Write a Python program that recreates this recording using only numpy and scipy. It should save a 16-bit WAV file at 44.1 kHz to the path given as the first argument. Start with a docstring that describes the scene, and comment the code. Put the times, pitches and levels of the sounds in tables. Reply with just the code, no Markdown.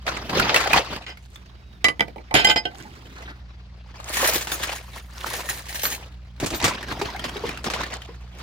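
"""Dishes washed by hand in a paved yard, over a low machine hum and a faint hiss. First, soapy water
sloshes and slaps in a plastic tub. Near 2 s a far bird whistles, a cup is set down, a plate rattles onto
the stack and handled plastic gives hollow taps. From 4 s the water stirs again while cutlery scrapes and
jingles in a metal bowl; after 6 s come more slaps, plopping air pockets and a run of drips.
Water is fluttering noise and bubbles; crockery and steel are modes rung by a chatter of tiny contacts."""
import sys
import numpy as np
from scipy import signal
from scipy.fft import rfft, irfft, next_fast_len
from scipy.io import wavfile
from scipy.ndimage import uniform_filter1d, map_coordinates

SR = 44100
rng = np.random.default_rng(int(sys.argv[2]) if len(sys.argv) > 2 else 0)


def output_pcm(signal):
    """Save a mono or channel-first signal as 16-bit PCM at the path in sys.argv[1].

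    Samples are clipped to [-1, 1] before scaling.
    """
    pcm = np.clip(np.atleast_2d(signal).T, -1, 1) * 32767
    wavfile.write(sys.argv[1], SR, np.round(pcm).astype(np.int16))


N = 371322

# spectra of the water's body, its fine spray and the tub's boom: f/Hz, level/dB
SLOSH_EQ = [(180, -23), (300, -5), (757, -1), (2140, -3), (4810, -8), (6580, -18), (9000, -47.5)]
SPRAY_EQ = [(3000, 0.5), (5000, -1.5), (7000, 2), (11000, -8.5), (15000, -10.5)]
BOOM_EQ = [(50, 2), (90, 3.5), (250, 3), (400, -0.5), (700, -29.5)]
# ringing modes of the cutlery: f/Hz, level/dB
STEEL_MODES = [(1850, -16), (4080, -18), (5770, -15), (6700, -12), (8980, -10), (9890, -10), (10460, -7),
               (12100, -6), (13700, -10), (14690, -7), (15400, -9)]


def amp(db):
    """Gain of a level in dB."""
    return 10 ** (np.asarray(db) / 20)


def unit(x):
    """Scaled to rms 1."""
    return x / np.sqrt(np.mean(x ** 2) + 1e-20)


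def along(points, hz):
    """Read a curve of (f/Hz, value) points on a log frequency axis."""
    f, values = np.transpose(points)
    return np.interp(np.log(hz + 1), np.log(f + 1), values)


def curves(rows):
    """One automation curve for each column after the time."""
    times, *columns = np.transpose(rows)
    return [np.interp(np.arange(N) / SR, times, column) for column in columns]


def wobble(rate):
    """A smooth random curve, rate knots a second."""
    return map_coordinates(rng.standard_normal(int(N * rate / SR) + 4), [np.arange(N) * rate / SR])


def filtered(x, response):
    """Equalise x with a gain given as a function of frequency."""
    size = next_fast_len(x.shape[-1] + 4096)
    return irfft(rfft(x, size) * response(np.fft.rfftfreq(size, 1 / SR)), size)[..., :x.shape[-1]]


def add_at(track, s, sound):
    """Mix a stereo sound into the track at s seconds."""
    track[:, round(s * SR):][:, :sound.shape[1]] += sound


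def spread(pair, eq):
    """Colour two unrelated signals and mix them to stereo, narrow in the bass, wider above; rms 1."""
    likeness = [(100, 0.91), (400, 1), (1500, 0.22), (6000, 0.48)]  # stereo image: f/Hz, left-right correlation

    def mid_side_gains(hz):
        angle = np.arccos(np.clip(along(likeness, hz), -1, 1)) / 2
        return amp(along(eq, hz)) * [np.cos(angle), np.sin(angle)]

    mid, side = filtered(pair, mid_side_gains)
    return unit(np.array([mid + side, mid - side]))


def puff(hold_s, eq):
    """A stereo burst of coloured noise: sudden attack, short hold, quick fall."""
    t = np.arange(SR // 8) / SR
    envelope = np.exp(-t / hold_s - (t / hold_s / 2) ** 2) * (1 - np.exp(-t / 0.00016))
    return spread(rng.standard_normal((2, len(t))), eq) * envelope


def patchy(depth_db):
    """Two noises sharing patches of random gain in time and frequency."""
    spectra = signal.stft(rng.standard_normal((2, N)), nperseg=256)[2]
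    patches = uniform_filter1d(rng.standard_normal(spectra.shape[1:]), size=4, axis=0)
    patches = uniform_filter1d(patches, size=6, axis=1)
    return signal.istft(spectra * amp(depth_db * unit(patches)), nperseg=256)[1][:, :N]


def spikes(per_s, height):
    """Gain that jumps for a few milliseconds at each random droplet or contact."""
    chance, strength = rng.random((2, N))
    jumps = (chance < per_s / SR) * height * strength ** 2
    return 1 + signal.lfilter([1], [1, -np.exp(-1 / (0.0068 * SR))], jumps)


def yard():
    """The bed: steady hiss and rumble of the yard."""
    air_eq = [(25, -21.5), (71, 4), (107, -9), (235, -15.5), (362, -33.5), (603, -30.5), (4750, -35),
              (11000, -61), (14300, -99)]  # outdoor air: f/Hz, level/dB
    return amp(-49 + 0.44 * wobble(0.27)) * spread(rng.standard_normal((2, N)), air_eq)


def bird():
    """One far, falling whistle."""
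    glide = [(1.66, 3850, -65.5), (1.75, 3730, -59.5), (1.85, 3320, -81)]  # path of the whistle: t/s, f/Hz, level/dB
    hz, db = curves([(0.029, glide[0][1], -150)] + glide + [(1.9, glide[-1][1], -150)])
    return amp(db) * np.sin(2 * np.pi * np.cumsum(hz) / SR)


def hum():
    """A machine drones on a slightly wandering pitch, a touch to the right."""
    fader = [(0, -38), (1.2, -46), (3.05, -47), (3.25, -42), (6.3, -41), (8.42, -39.5)]  # loudness of the drone: t/s, level/dB
    partials = [(59.8, 2), (119.6, -7), (181, -13)]  # its tones: f/Hz, level/dB
    warped_t = np.cumsum(1 + 0.0084 * wobble(4.5)) / SR
    tones = sum(amp(db + 0.56 * wobble(13.0)) * np.sin(2 * np.pi * hz * warped_t) for hz, db in partials)
    return amp(curves(fader)[0]) * tones * amp([[-.5], [.6]])


def wall(x):
    """Short reverb off wall and paving; the lows hang on longest."""
    decay = [(200, 0.24), (2000, 0.082), (10000, 0.077)]  # reverb time: f/Hz, t60/s
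    hz, t, spectra = signal.stft(rng.standard_normal((2, SR // 3)), SR, nperseg=256)
    tail = signal.istft(spectra * amp(-60 * t / along(decay, hz)[:, None]), SR, nperseg=256)[1]
    predelayed = np.pad(x, ((0, 0), (400, 0)))
    return signal.fftconvolve(predelayed, tail / np.linalg.norm(tail[0]), axes=1)[:, :N]


def panned(x):
    """The work moves from side to side: level and arrival time differ between left and right."""
    moves = [(0, -0.5, 3.5), (.9, 0.5, 2.5), (1.5, -3.5, 14.5), (2.9, -3.5, 12.5), (3.6, 2.5, 7),
             (4, 0.5, -4), (6, 0, 3), (8.42, -0.3, -3.5)]  # position: t/s, left over right/dB, left lag/samples
    pan_db, lag = curves(moves)
    n = np.arange(N)
    return np.array([amp(side * pan_db / 2) * map_coordinates(channel, [n - side * lag / 2], order=3)
                     for channel, side in zip(x, (1, -1))])


def hollows(hits, t60, rise, roughness, overtone):
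    """A small cavity sounds a brief, rough, rising note with an overtone."""
    out, t = np.zeros(N + SR), np.arange(SR // 10) / SR
    for s, db, hz in hits:
        jitter = roughness * unit(uniform_filter1d(rng.standard_normal(len(t)), size=60))
        phase = 2 * np.pi * hz * (t + rise * t * t + np.cumsum(jitter) / SR)
        envelope = amp(db - 60 * t / t60) * (1 - np.exp(-t / 0.0042))
        out[round(s * SR):][:len(t)] += envelope * (np.sin(phase) + overtone * np.sin(2.1 * phase))
    return out[:N]


def plastic_taps():
    """Handled plastic answers with hollow taps of almost steady pitch."""
    taps = [(2.31, -21.5, 893), (2.735, -37, 804), (2.85, -34.5, 845), (3.165, -35, 1510),
            (3.275, -29.5, 1826), (3.3055, -37, 1530)]  # touches on the plastic: t/s, level/dB, f/Hz
    return hollows(taps, t60=0.13, rise=0.1, roughness=0.13, overtone=0.16)


def ring(modes, chatter_s, scatter_db=3):
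    """A chatter of tiny contacts drives modes (f/Hz, level/dB, t60/s), freshly balanced on each hit."""
    t = np.arange(SR // 8) / SR
    hz, db, t60 = np.transpose(modes)[:, :, None]
    strength, skew = rng.standard_normal((2, len(modes), 1))
    decay = amp(db + scatter_db * strength - 60 * t / t60)
    tone = np.array([(decay * np.sin(2 * np.pi * hz * t + side * 0.87 * skew)).sum(0)
                     for side in (1, -1)])
    contacts = rng.standard_normal((1, len(t))) ** 3 * np.exp(-(t / chatter_s) ** 4)
    contacts[0, 0] = .5 * np.linalg.norm(contacts)  # the first contact is the hardest
    return signal.fftconvolve(tone, contacts / np.linalg.norm(contacts), axes=1)[:, :len(t)]


def crockery(hits, modes, t60_at_3khz, ring_db):
    """Every contact rings the piece, grates its glaze, thuds on the crate below and cracks on top."""
    grit_eq = [(500, -31.0), (1000, 1.5), (2500, 7.5), (5000, -3.0), (8000, -35.0)]  # f/Hz, level/dB
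    crate_eq = [(70, -10.0), (150, 6.0), (500, 11.5), (900, 12.5), (1400, -50.0)]
    crack_eq = [(3000, -2.0), (7000, 13.5), (15000, -19.0)]
    out = np.zeros((2, N + SR))
    for s, db, thud_db, treble_db, chatter_s in hits:
        voiced = [(hz, level + (treble_db + 24) * (hz > 6000), t60_at_3khz * (3000 / hz) ** 0.18)
                  for hz, level in modes]
        tone = amp(ring_db) * ring(voiced, chatter_s)
        grit = amp(-15) * puff(0.7 * chatter_s, grit_eq)
        thud = amp(thud_db - 9.5) * (puff(0.016, crate_eq) + amp(-15) * puff(0.031, BOOM_EQ))
        crack = amp(treble_db - 1.5) * puff(0.003, crack_eq)
        add_at(out, s, amp(db) * (tone + grit + thud + crack))
    return out[:, :N]


def cup():
    """A cup is set down and rings; then a held cup knocks the crate, damped by the fingers."""
    modes = [(1200, -10), (2004, -1), (2270, -10), (3052, -7), (3973, -12), (4900, -20), (6500, -30),
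             (7450, -28), (10010, -24)]  # resonances of the cup: f/Hz, level/dB
    # contacts, set down and held: t/s, level/dB, relative thud/dB, relative treble/dB
    set_down = [(1.8435, 5, -18, -20.5), (1.8617, -19, 0.5, -13), (1.8845, -2.5, -12.5, -25)]
    knocks = [(1.9951, -14.5, -9, -28), (2.0069, 0, -10.5, -45.5), (2.082, -31.5, 5.5, -53),
              (2.16, -33.5, 11.5, -36), (2.1819, -36, 9, -35), (2.3104, -24.5, -1, -36)]
    free_chatter_s, held_chatter_s = 0.01, 0.0043
    gripped = [(hz, db + 14 * (2100 < hz < 2400)) for hz, db in modes]  # the grip favours one mode
    free = crockery([(*hit, free_chatter_s) for hit in set_down], modes, t60_at_3khz=0.08, ring_db=-9.5)
    held = crockery([(*hit, held_chatter_s) for hit in knocks], gripped, t60_at_3khz=0.03, ring_db=-5.5)
    return free + held


def plate():
    """A plate rocks on the stack, ringing at every contact."""
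    modes = [(715, -8), (860, -8), (1542, -7), (2040, -3), (2480, -8), (2875, -8), (3090, 1), (3148, -2),
             (3640, -11), (4140, -11), (5025, -6), (6730, -19), (7440, -21), (8270, -26), (9000, -28),
             (10020, -26), (11940, -31), (12970, -33)]  # resonances of the plate: f/Hz, level/dB
    # contacts with the stack: t/s, level/dB, relative thud/dB, relative treble/dB, chatter/s
    rattle = [(1.0652, -21, -32, -26, 0.064), (2.3412, -2, 1, -11, 0.034), (2.3517, 1.5, -6.5, -32, 0.078),
              (2.375, -25.5, -13, -30, 0.0045), (2.3954, -11.5, -2, -15, 0.0076),
              (2.4462, -2.5, -7, -16, 0.0081), (2.4709, -3.5, -15, -22, 0.0087),
              (2.4874, -6.5, -3.5, -22, 0.035), (2.4985, 0, -29, -20, 0.023), (2.5601, -4.5, -9, -25, 0.02),
              (2.6534, -13, -5.5, -47, 0.0068)]
    return crockery(rattle, modes, t60_at_3khz=0.08, ring_db=-11.5)


def cutlery_jingle(t60=0.052):
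    """A touch rings one piece clearly and its neighbours faintly, with a short scrape."""
    touches = [(4.335, -16, 14200), (4.518, -20, 10980), (5.276, -35.5, 10300), (5.3647, -26.5, 15000),
               (5.53, -31, 11900), (5.745, -26, 10470), (5.833, -18, 12030), (5.8509, -29.5, 10500),
               (5.9019, -26, 6650), (6.547, -26, 14260)]  # steel meeting steel: t/s, level/dB, main mode f/Hz
    neighbours = [(hz, db + 0.5, t60) for hz, db in STEEL_MODES]
    out = np.zeros((2, N + SR))
    for s, db, hz in touches:
        clink = ring([(hz, 0, t60)] + neighbours, chatter_s=0.039)
        add_at(out, s, amp(db - 2) * (clink + amp(-5.5) * puff(0.05, SPRAY_EQ)))
    return out[:, :N]


def cutlery_scrape(blur_hz=45, rasp_db=-21, swing_db=6):
    """Steel rubs on steel: clumps of contacts rasp and excite three pieces that come and go."""
    def resonances(f):
        return [[sum(amp(db) / (1 + 1j * (f - hz) / blur_hz) for hz, db in STEEL_MODES[piece::3])]
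                for piece in range(3)]

    friction = patchy(depth_db=1.0) * spikes(per_s=100, height=3)
    rub = spread(friction, [(1000, -72.0), (1600, 9.5), (15000, -3.5)])
    presence = amp(swing_db * (np.array([[wobble(20)] for _ in range(3)]) - 1))
    return unit(amp(rasp_db) * rub + (presence * filtered(rub, resonances)).sum(0))


def drips(q=21, tick_db=-12.5):
    """Each drip is a short push of noise that rings an air pocket and leaves a broad tick."""
    landings = [(0.3716, -14, 1290), (0.397, -4, 1440), (0.5432, -5, 1970), (0.5614, -1, 2700),
                (0.7317, -1.5, 2470), (1.1722, -33, 2160), (1.3578, -30, 3500), (2.801, -33, 1590),
                (3.2244, -32, 2030), (4.2577, -11.5, 1840), (4.5186, -11, 3600), (4.6324, -15, 2820),
                (5.4889, -15.5, 1920), (5.8531, -8.5, 4370), (6.3634, -41.5, 4200), (6.546, -18.5, 3730),
                (6.6014, -17.5, 3890), (6.8279, -23, 1820), (6.8843, -23, 1620), (6.9237, -22, 3440),
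                (7.1616, -22, 2170), (7.194, -21, 3150), (7.2933, -23, 3180), (7.3667, -25.5, 3820),
                (7.4654, -23, 1900), (7.4909, -15.5, 2470), (7.5737, -21, 2730), (7.8336, -14, 1780),
                (7.9344, -29.5, 2100), (8.0187, -25, 3120)]  # drips and small splashes: t/s, peak/dB, pocket f/Hz
    out = np.zeros((2, N + SR))
    for s, db, hz in landings:
        push = puff(0.0068, [(400, -14.5), (1500, 2), (15000, -21)])
        plink = filtered(push, lambda f: amp(tick_db) + 1 / (1 + 1j * q * ((f + 1) / hz - hz / (f + 1))))
        add_at(out, s, amp(db) * plink / np.abs(plink).max())
    return out[:, :N]


def plops():
    """Air pockets under the hand rise in pitch as they close."""
    pockets = [(0.371, -13, 331), (0.658, -11, 728), (0.737, -10, 850), (0.772, -8.5, 776),
               (4.228, -9, 512), (4.285, -14, 610), (6.426, -10, 290), (6.516, -17, 302), (6.611, -20, 900),
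               (6.708, -15, 978), (7.014, -13, 360), (7.085, -21, 878), (7.146, -19, 731),
               (7.357, -18.5, 396), (7.437, -12, 431), (8.087, -27, 417)]  # trapped air: t/s, level/dB, f/Hz
    return hollows(pockets, t60=0.058, rise=3.43, roughness=0.1, overtone=0.45)


def slaps(crest_db=13.5):
    """Water slaps the tub: a quick broad burst with a bright splash on top."""
    hits = [(0.066, -9.5, -13.5), (0.295, -9, -15), (0.494, -0.5, -26), (0.543, 0, -12.5),
            (0.574, -5, -8.5), (0.732, -5, -10), (4.41, -20, 7), (4.471, -14, -3), (4.721, -15.5, -38),
            (5.337, -11, -11), (5.835, -12, -28.5), (6.4, -17.5, 0.5), (6.461, -20, 10.5),
            (6.504, -16.5, 0), (6.642, -5.5, 4.5), (6.681, -9.5, -2), (7.014, -10.5, -11),
            (7.241, -9.5, -12.5), (7.642, -12, -3), (7.7, -9, -7), (7.736, -7, -10)]  # slaps and knocks in the tub: t/s, level/dB, relative treble/dB
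    out = np.zeros((2, N + SR))
    for s, db, treble_db in hits:
        burst = puff(0.014, SLOSH_EQ) + amp(treble_db) * puff(0.023, SPRAY_EQ)
        add_at(out, s, amp(db - crest_db) * burst)
    return out[:, :N]


def bubbles(count, hz, log_spread, cycles, scatter_db, samples):
    """Two clouds of the same bubbles at unrelated gains: damped sines that rise as they die."""
    onset, strength = rng.random((count, 2)).T[:, :, None]
    detune, *gains = rng.standard_normal((count, 3)).T[:, :, None]
    t = np.arange(samples) / SR
    pitch = np.clip(hz * np.exp(log_spread * detune), 300, 15000)
    age = t * pitch / cycles
    envelope = amp(-scatter_db * np.log(strength + 0.014)) * np.exp(-age) * (1 - np.exp(-8 * age))
    chirps = envelope * np.sin(2 * np.pi * pitch * t * (1 + 0.1227 * age))
    slots = ((onset * N).astype(int) + np.arange(samples)).ravel()
    return unit(np.array([np.bincount(slots, (chirps * gain).ravel(), N + samples)[:N] for gain in gains]))


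def stirring_db(swing_db=20):
    """Level of the water: each stroke swells and fades by swing_db over the settling foam."""
    strokes = [(0.079, -24.5, 0.019, 0.19), (0.409, -20, 0.15, 0.36), (0.562, -22.5, 0.25, 0.35),
               (0.746, -17, 0.045, 0.099), (0.778, -12, 0.048, 0.04), (0.962, -31.5, 0.38, 0.062),
               (1.126, -39.5, 0.16, 0.012), (2.813, -45.5, 0.38, 0.15), (3.3, -46, 1, 0.091),
               (4.244, -21.5, 0.21, 0.18), (4.362, -25, 0.19, 0.09), (4.513, -33.5, 0.1, 0.23),
               (4.639, -25, 0.051, 0.086), (4.733, -32, 0.095, 0.13), (4.981, -39, 0.17, 0.077),
               (5.287, -31, 0.18, 0.32), (5.5, -31, 0.022, 0.11), (5.698, -40, 0.032, 0.24),
               (5.93, -35.5, 0.31, 0.19), (6.441, -27.5, 0.045, 0.079), (6.542, -24.5, 0.023, 0.05),
               (6.652, -19.5, 0.066, 0.13), (6.916, -32.5, 0.31, 0.34), (7.024, -31, 0.049, 0.4),
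               (7.253, -31.5, 0.046, 0.24), (7.452, -27.5, 0.041, 0.19), (7.663, -28.5, 0.0093, 0.46),
               (7.841, -29.5, 0.19, 0.026), (7.933, -28, 0.034, 0.046), (8.401, -42.5, 0.18, 0.076)]  # hand or dish through the water: peak t/s, level/dB, swell/s, fade/s
    settling = [(0, -51), (1.2, -75), (1.4, -53.5), (1.8, -56.5), (3.4, -54), (3.95, -60), (5.05, -66),
                (6.3, -57.5), (8.42, -93)]  # water and foam left alone: t/s, level/dB
    t = np.arange(0, N / SR, 1 / 1000)
    peak_s, db, swell, fade = np.transpose(strokes)[:, :, None]
    surges = amp(db - swing_db * np.where(t < peak_s, (peak_s - t) / swell, (t - peak_s) / fade))
    power = (surges ** 2).sum(0) + amp(np.interp(t, *np.transpose(settling))) ** 2
    return np.interp(np.arange(N) / SR, t, 10 * np.log10(power))


def washing():
    """Strokes drive slosh, spray, tub boom and loose cutlery; the water flutters as droplets break."""
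    balance = [(.1, -11, -12), (.42, -33, -3), (.6, -9.5, -15.5), (1.13, -12, -11), (1.25, 6.5, -3),
               (1.8, -44, -1.5), (2.7, -27, -6), (2.76, -3.5, 1.5), (3.3, -15.5, -3), (3.6, -39.5, -11),
               (3.9, -17.5, -7), (4.09, 2.5, -32), (5.12, -9.5, -11.5), (5.77, 0, -20), (6.33, -14, 0),
               (6.43, -3, 1.5), (6.8, -15, -9), (7.39, -15.5, -2.5), (8.1, -8.5, -11.5)]  # top and bottom against the slosh: t/s, spray/dB, boom/dB
    rummage = [(4, -30), (4.1, 0.5), (5.2, 3), (5.7, 8), (5.95, 9), (6.1, -27)]  # stirred cutlery against the spray: t/s, level/dB
    spray_db, boom_db = curves(balance)
    flutter = amp(1.5 * wobble(40) + 1.9 * wobble(90))
    droplets = spikes(per_s=90, height=2.5)

    churn = spread(patchy(depth_db=3.5), SLOSH_EQ)
    burble = bubbles(5000, hz=1606, log_spread=0.592, cycles=2.9, scatter_db=-7, samples=300)
    gurgle = bubbles(900, hz=760, log_spread=0.35, cycles=4.45, scatter_db=3, samples=900)
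    flat_eq = [(300, 0)]
    slosh = churn + 0.31 * spread(burble, flat_eq) + 0.39 * spread(gurgle, flat_eq)
    slosh = unit(flutter * np.sqrt(droplets) * slosh)

    crackle = bubbles(2500, hz=7750, log_spread=0.6, cycles=0.82, scatter_db=10, samples=60)
    hiss = patchy(depth_db=-1.0)
    fizz = bubbles(1800, hz=4870, log_spread=0.77, cycles=2.2, scatter_db=6.5, samples=200)
    spray = spread(0.3 * crackle + hiss + 0.84 * fizz, SPRAY_EQ)
    spray = unit(flutter * droplets ** 1.19 * spray)

    steel = amp(curves(rummage)[0]) * cutlery_scrape()
    boom = flutter * spread(rng.standard_normal((2, N)) * amp(2.3 * wobble(11)), BOOM_EQ)
    return amp(stirring_db()) * (slosh + amp(spray_db) * (spray + steel) + amp(boom_db) * boom)


def scene():
    """The mix: only the hits feed the reverb; all the work is panned over the still background."""
    hits = cup() + plate() + cutlery_jingle() + slaps() + drips() + plops() + plastic_taps()
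    work = hits + amp(-11.5) * wall(hits) + washing()
    return panned(work) + hum() + yard() + bird()


def record(dry, ceiling=0.9, low_cut_hz=30, top_hz=15900):
    """Soft-clip the loudest peaks, roll off the deepest bass and cut the very top."""
    clipped = dry / (1 + np.abs(dry / ceiling) ** 4) ** (1 / 4)
    return filtered(clipped, lambda hz: (hz < top_hz) / (1 + (low_cut_hz / (hz + 1)) ** 4))


dry = scene()
out = record(dry)
output_pcm(out)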